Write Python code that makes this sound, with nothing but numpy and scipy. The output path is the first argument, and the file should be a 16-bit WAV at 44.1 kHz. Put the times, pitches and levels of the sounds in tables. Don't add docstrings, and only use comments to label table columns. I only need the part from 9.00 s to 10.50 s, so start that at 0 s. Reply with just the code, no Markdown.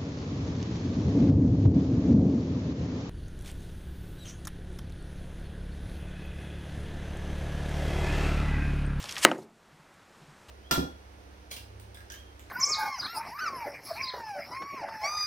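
import sys
import numpy as np
from scipy import signal
from scipy.fft import rfft, irfft
from scipy.io import wavfile
from scipy.ndimage import uniform_filter1d

SR = 44100
rng = np.random.default_rng(int(sys.argv[2]) if len(sys.argv) > 2 else 0)


def log_audio(samples):
    frames = np.atleast_2d(samples).T
    limited = np.clip(frames, -1, 1)
    pcm = np.round(limited * 32767).astype(np.int16)
    wavfile.write(sys.argv[1], SR, pcm)


def level_to_linear(level):
    exponent = np.asarray(level, float) / 20
    return 10 ** exponent


N = 66150
T = np.arange(N) / SR

# f/Hz, level per Hz/dB
AIR_COLOUR = [(25, -7.5), (90, -6), (160, -3.5), (320, -6), (1300, -7.5), (2600, -15.5), (8000, -24),
              (15000, -36)]
# t/s, level/dB
RUMBLE = [(0, -43), (.05, -63), (.2, -61.5), (.3, -66), (.45, -74)]
# t/s, peak level/dB, f/Hz
THUDS = [
    (0.057, -49, 159.8),
    (0.723, -50.5, 152.7),
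    (0.796, -47.5, 151),
    (0.867, -54, 158),
    (0.933, -65, 151),
    (1.215, -42, 150.4),
    (1.279, -46.5, 148.8),
    (1.483, -41.5, 74.2),
]
# f/Hz, level/dB, t60/s
CELLAR = [(120, -55, .45), (154, -45.5, 0.67), (222, -34, 0.15), (350, -29, .42), (520, -32, .33),
          (758, -42.5, 0.46), (1200, -32.5, 0.23), (1800, -32, 0.21), (2510.5, -39, 0.17),
          (4200, -43.5, 0.16), (6500, -42.5, 0.078), (10000, -55.5, 0.27)]
# f/Hz, level per Hz/dB
DUST_COLOUR = [(500, -20), (1500, -4), (4000, -0.5), (9000, -4), (15000, -15)]
# t/s, level/dB, f/Hz, t60/s
CHIPS = [
    (0.3166, -33, 5580, 0.0083),
    (0.38, -48, 6700, .015),
    (0.422, -52.5, 4200, .02),
    (.432, -54, 5600, 0.013),
    (0.446, -59, 9220, .01),
    (0.498, -62, 7490, .015),
    (.94, -56.5, 8430, .015),
]
# t/s, level/dB
DRAG = [(0, -43), (.08, -45.5), (.135, -42), (.15, -45.5), (.192, -40), (.21, -41.5), (.226, -34.5),
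        (.231, -27.5), (.248, -25.5), (.253, -59.5)]
# t/s, level/dB
TOUCH = [(1.478, -90.5), (1.484, -55), (1.5, -48.5)]
# f/Hz, level per Hz/dB
DRAG_COLOUR = [(180, -53), (300, -25), (1290, -8), (1910, -7), (2070, -8), (3020, -1.5), (3860, -8),
               (9180, -7.5), (15000, -24.5)]
# f/Hz, level per Hz/dB
GRIT_COLOUR = [(35, -38), (60, -6), (155, -9), (276, -17.5), (317, -11.5), (469, -7), (3050, -4),
               (5820, -10), (15000, -24)]
# t/s, peak level/dB, f/Hz, ring t60/s
FLICKS = [(0.024, -34.5, 2800, .02), (0.0278, -28.5, 5000, 0.011), (0.041, -27, 4600, 0.023),
          (.056, -29.5, 3600, 0.061), (0.073, -37, 6000, .02), (0.0874, -31.5, 3530, 0.09),
          (0.093, -23, 4500, 0.0052), (0.0928, -26, 3000, 0.075), (0.1096, -29, 4500, .05),
          (.1245, -21.5, 4603, .012), (.146, -35, 7000, 0.01), (0.156, -27.5, 4000, 0.023),
          (0.1661, -21.5, 2500, 0.028), (.172, -26.5, 1600, .04), (0.1798, -29.5, 6000, .02),
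          (0.1819, -21, 5000, 0.018), (.1885, -27, 5400, .04), (.1925, -29, 5010, .03),
          (.041, -35.5, 730, .1), (.1125, -31.5, 5000, 0.032), (.175, -35, 900, .05),
          (0.1997, -38.5, 7500, 0.016)]
# f/Hz, level for a flat blow/dB, t60/s, change when it rocks on an edge/dB
BLOCK = [(160.4, -37.5, 0.34, -14), (220.6, -37.5, 0.5, 12), (262.7, -29.5, .25, 10),
         (347, -16.5, 0.052, -2), (372, -42, 0.17, 19), (524, -14, 0.036, 2), (696, -9, 0.017, 7),
         (910, -18.5, .03, 9.5), (1274, -10, 0.029, 1.5), (1556.7, -6, .014, -1.5),
         (2150, -7.5, 0.0099, -11), (2928, -5.5, 0.0082, 1), (4250, -14.5, .007, -26),
         (6700, -13.5, .006, -5)]
# t/s, strength/dB, contact time/ms
KNOCKS = [
    (0.2497, 8.5, 0.043),
    (.2507, -3, 0.14),
    (0.3146, -9.5, 0.097),
    (0.3202, -17.5, 0.35),
    (.362, -21, 1.4),
    (.386, -24.5, .8),
    (.445, -32, 1.55),
    (.505, -34.5, 1.7),
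]
STRIKE_S = KNOCKS[0][0]


def unit(x):
    return x / np.sqrt(np.mean(x ** 2))


def colour(x, table):
    hz, db = np.array(table).T
    f = np.maximum(np.arange(N // 2 + 1) * SR / N, 1)
    gain = level_to_linear(np.interp(np.log(f), np.log(hz), db))
    return unit(irfft(rfft(x) * gain, N))


def band(x, hz, width):
    edges = [hz / (1 + width / 2), min(hz * (1 + width / 2), .45 * SR)]
    return signal.sosfilt(signal.butter(2, edges, "band", fs=SR, output="sos"), x)


def fade(t, t60):
    return (t >= 0) * np.exp(-np.log(1000) * np.maximum(t, 0) / max(t60, 1e-3))


def curve(table):
    s, db = np.array(table).T
    return level_to_linear(np.interp(T, s, db, left=-120, right=-120))


def walk(rate):
    k = int(SR / rate)
    steps = np.repeat(rng.standard_normal(N // k + 1), k)
    smooth = uniform_filter1d(uniform_filter1d(steps, k), k)
    return unit(smooth[:N])


def grains():
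    grains_per_s, scatter_db = 18000, 2.5
    happens, sign, size = rng.random((3, N))
    return (happens < grains_per_s / SR) * np.sign(sign - .5) * level_to_linear(-scatter_db * np.log(1 - size))


def gain_control_db():
    open_db, duck_db, creep_db_per_s = 7, -4.5, 2
    recover_s, recover_shape = 0.4, 5.2
    since = T - STRIKE_S
    after = np.maximum(since, 0)
    ducked = duck_db * np.exp(-(after / recover_s) ** recover_shape)
    return np.where(since < 0, open_db, ducked + creep_db_per_s * (after - .8))


def air():
    level_db, swell_db, flicker_db = -57.5, -0.52, 0.87
    noise = rfft(colour(rng.standard_normal(N), AIR_COLOUR))
    swell = walk(1)
    octave = np.log2(np.maximum(np.arange(N // 2 + 1) * SR / N, 1))
    out = 0
    for k in range(4, 16):
        part = irfft(noise * np.clip(1 - np.abs(octave - k), 0, 1), N)
        out = out + part * level_to_linear(swell_db * (swell + walk(1.7)) + flicker_db * walk(25))
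    return unit(out) * level_to_linear(level_db + gain_control_db())


def rumble():
    return curve(RUMBLE) * unit(band(rng.standard_normal(N), 90, 1.0))


def thuds():
    t60_s, rise_s = 0.13, 0.0052
    out = 0
    for s, db, hz in THUDS:
        t = np.maximum(T - s, 0)
        envelope = fade(t, t60_s) * (1 - np.exp(-t / rise_s))
        out = out + level_to_linear(db) * np.sin(2 * np.pi * hz * t) * envelope * level_to_linear(2 * walk(57))
    return out


def cellar():
    rise_s = 0.001
    tail = 0
    for hz, db, t60 in CELLAR:
        tail = tail + level_to_linear(db) * unit(band(rng.standard_normal(N), hz, .45)) * fade(T, t60)
    return tail * (1 - np.exp(-T / rise_s))


def dust():
    level_db, t60_s, end_s = -51, .85, .46
    shape = fade(T - STRIKE_S, t60_s) * np.clip((end_s - T) / 0.028, 0, 1)
    return level_to_linear(level_db + 2.5 * walk(79)) * shape * colour(grains(), DUST_COLOUR)


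def chips():
    out = 0
    for s, db, hz, t60 in CHIPS:
        t = T - s
        ring = np.sin(2 * np.pi * hz * t) + 0.46 * unit(band(rng.standard_normal(N), hz, 1.2))
        out = out + level_to_linear(db) * ring * fade(t, t60) * np.clip(t / 0.0012, 0, 1)
    return out


def rocking():
    start_s, length_s, level_db, hz = 0.358, 0.06, -41.5, 372.2
    swell = np.sin(np.pi * np.clip((T - start_s) / length_s, 0, 1))
    return level_to_linear(level_db) * np.sin(2 * np.pi * hz * T) * swell


def drag():
    gain = curve(DRAG)
    hard = np.clip(gain / level_to_linear(-36), 0, 1)
    hiss = hard * colour(grains(), DRAG_COLOUR) + (1 - hard) * colour(grains(), GRIT_COLOUR)
    return gain * hiss + curve(TOUCH) * colour(grains(), GRIT_COLOUR)


def flicks():
    snap, width, air_share = 7.5, 1.1, 0.13
    out = 0
    for s, db, hz, ring in FLICKS:
        click = np.arange(N) == int(s * SR)
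        shake = unit(grains()) * fade(T - s, ring) + snap * click
        bright = air_share * (hz / 4500) ** 1.9 * band(shake, 9000, .7)
        tick = band(shake, hz, width) + bright
        out = out + level_to_linear(db) * tick / np.abs(tick).max()
    return out


def block(rock):
    out = 0
    for k, (hz, db, t60, edge_db) in enumerate(BLOCK):
        sign = (-1) ** k
        out = out + sign * level_to_linear(db + rock * edge_db) * np.sin(2 * np.pi * hz * T) * fade(T, t60)
    return out


def knocks(room):
    crack_db, crack_hz, crack_t60_s = -8, 9120, 0.0036
    grab_s, grab_db = 0.0012, -5.5
    since = T - STRIKE_S
    out = level_to_linear(KNOCKS[0][1] + crack_db) * np.sin(2 * np.pi * crack_hz * since) * fade(since, crack_t60_s)
    flat, edge = block(0), block(1)
    for k, (s, db, ms) in enumerate(KNOCKS):
        push = np.sin(np.pi * np.clip((T - s) / (max(ms, .05) / 1000), 0, 1))
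        body = flat if k < 2 else edge
        out = out + level_to_linear(db) * signal.fftconvolve(push / push.sum(), body + room)[:N]
    out = out * level_to_linear(grab_db * np.clip(since / grab_s - .5, 0, 1) ** 2)
    return signal.sosfilt(signal.butter(2, 180, "high", fs=SR, output="sos"), out)


def scene():
    room = cellar()
    brush = drag() + flicks()
    echo = room / np.sqrt(np.sum(room ** 2))
    wet = level_to_linear(-7.5) * signal.fftconvolve(band(brush, 3500, 7.8), echo)[:N]
    background = air() + rumble() + thuds()
    settling = dust() + chips() + rocking()
    mono = background + settling + brush + wet + knocks(room)
    return np.array([mono, mono])


def band_limit(x):
    return signal.sosfilt(signal.butter(12, 16020, fs=SR, output="sos"), x)


def record(dry):
    x = signal.sosfilt(signal.ellip(8, .2, 50, 15000, fs=SR, output="sos"), dry)
    return band_limit(np.clip(x, -1, 1))


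dry = scene()
out = record(dry)
log_audio(out)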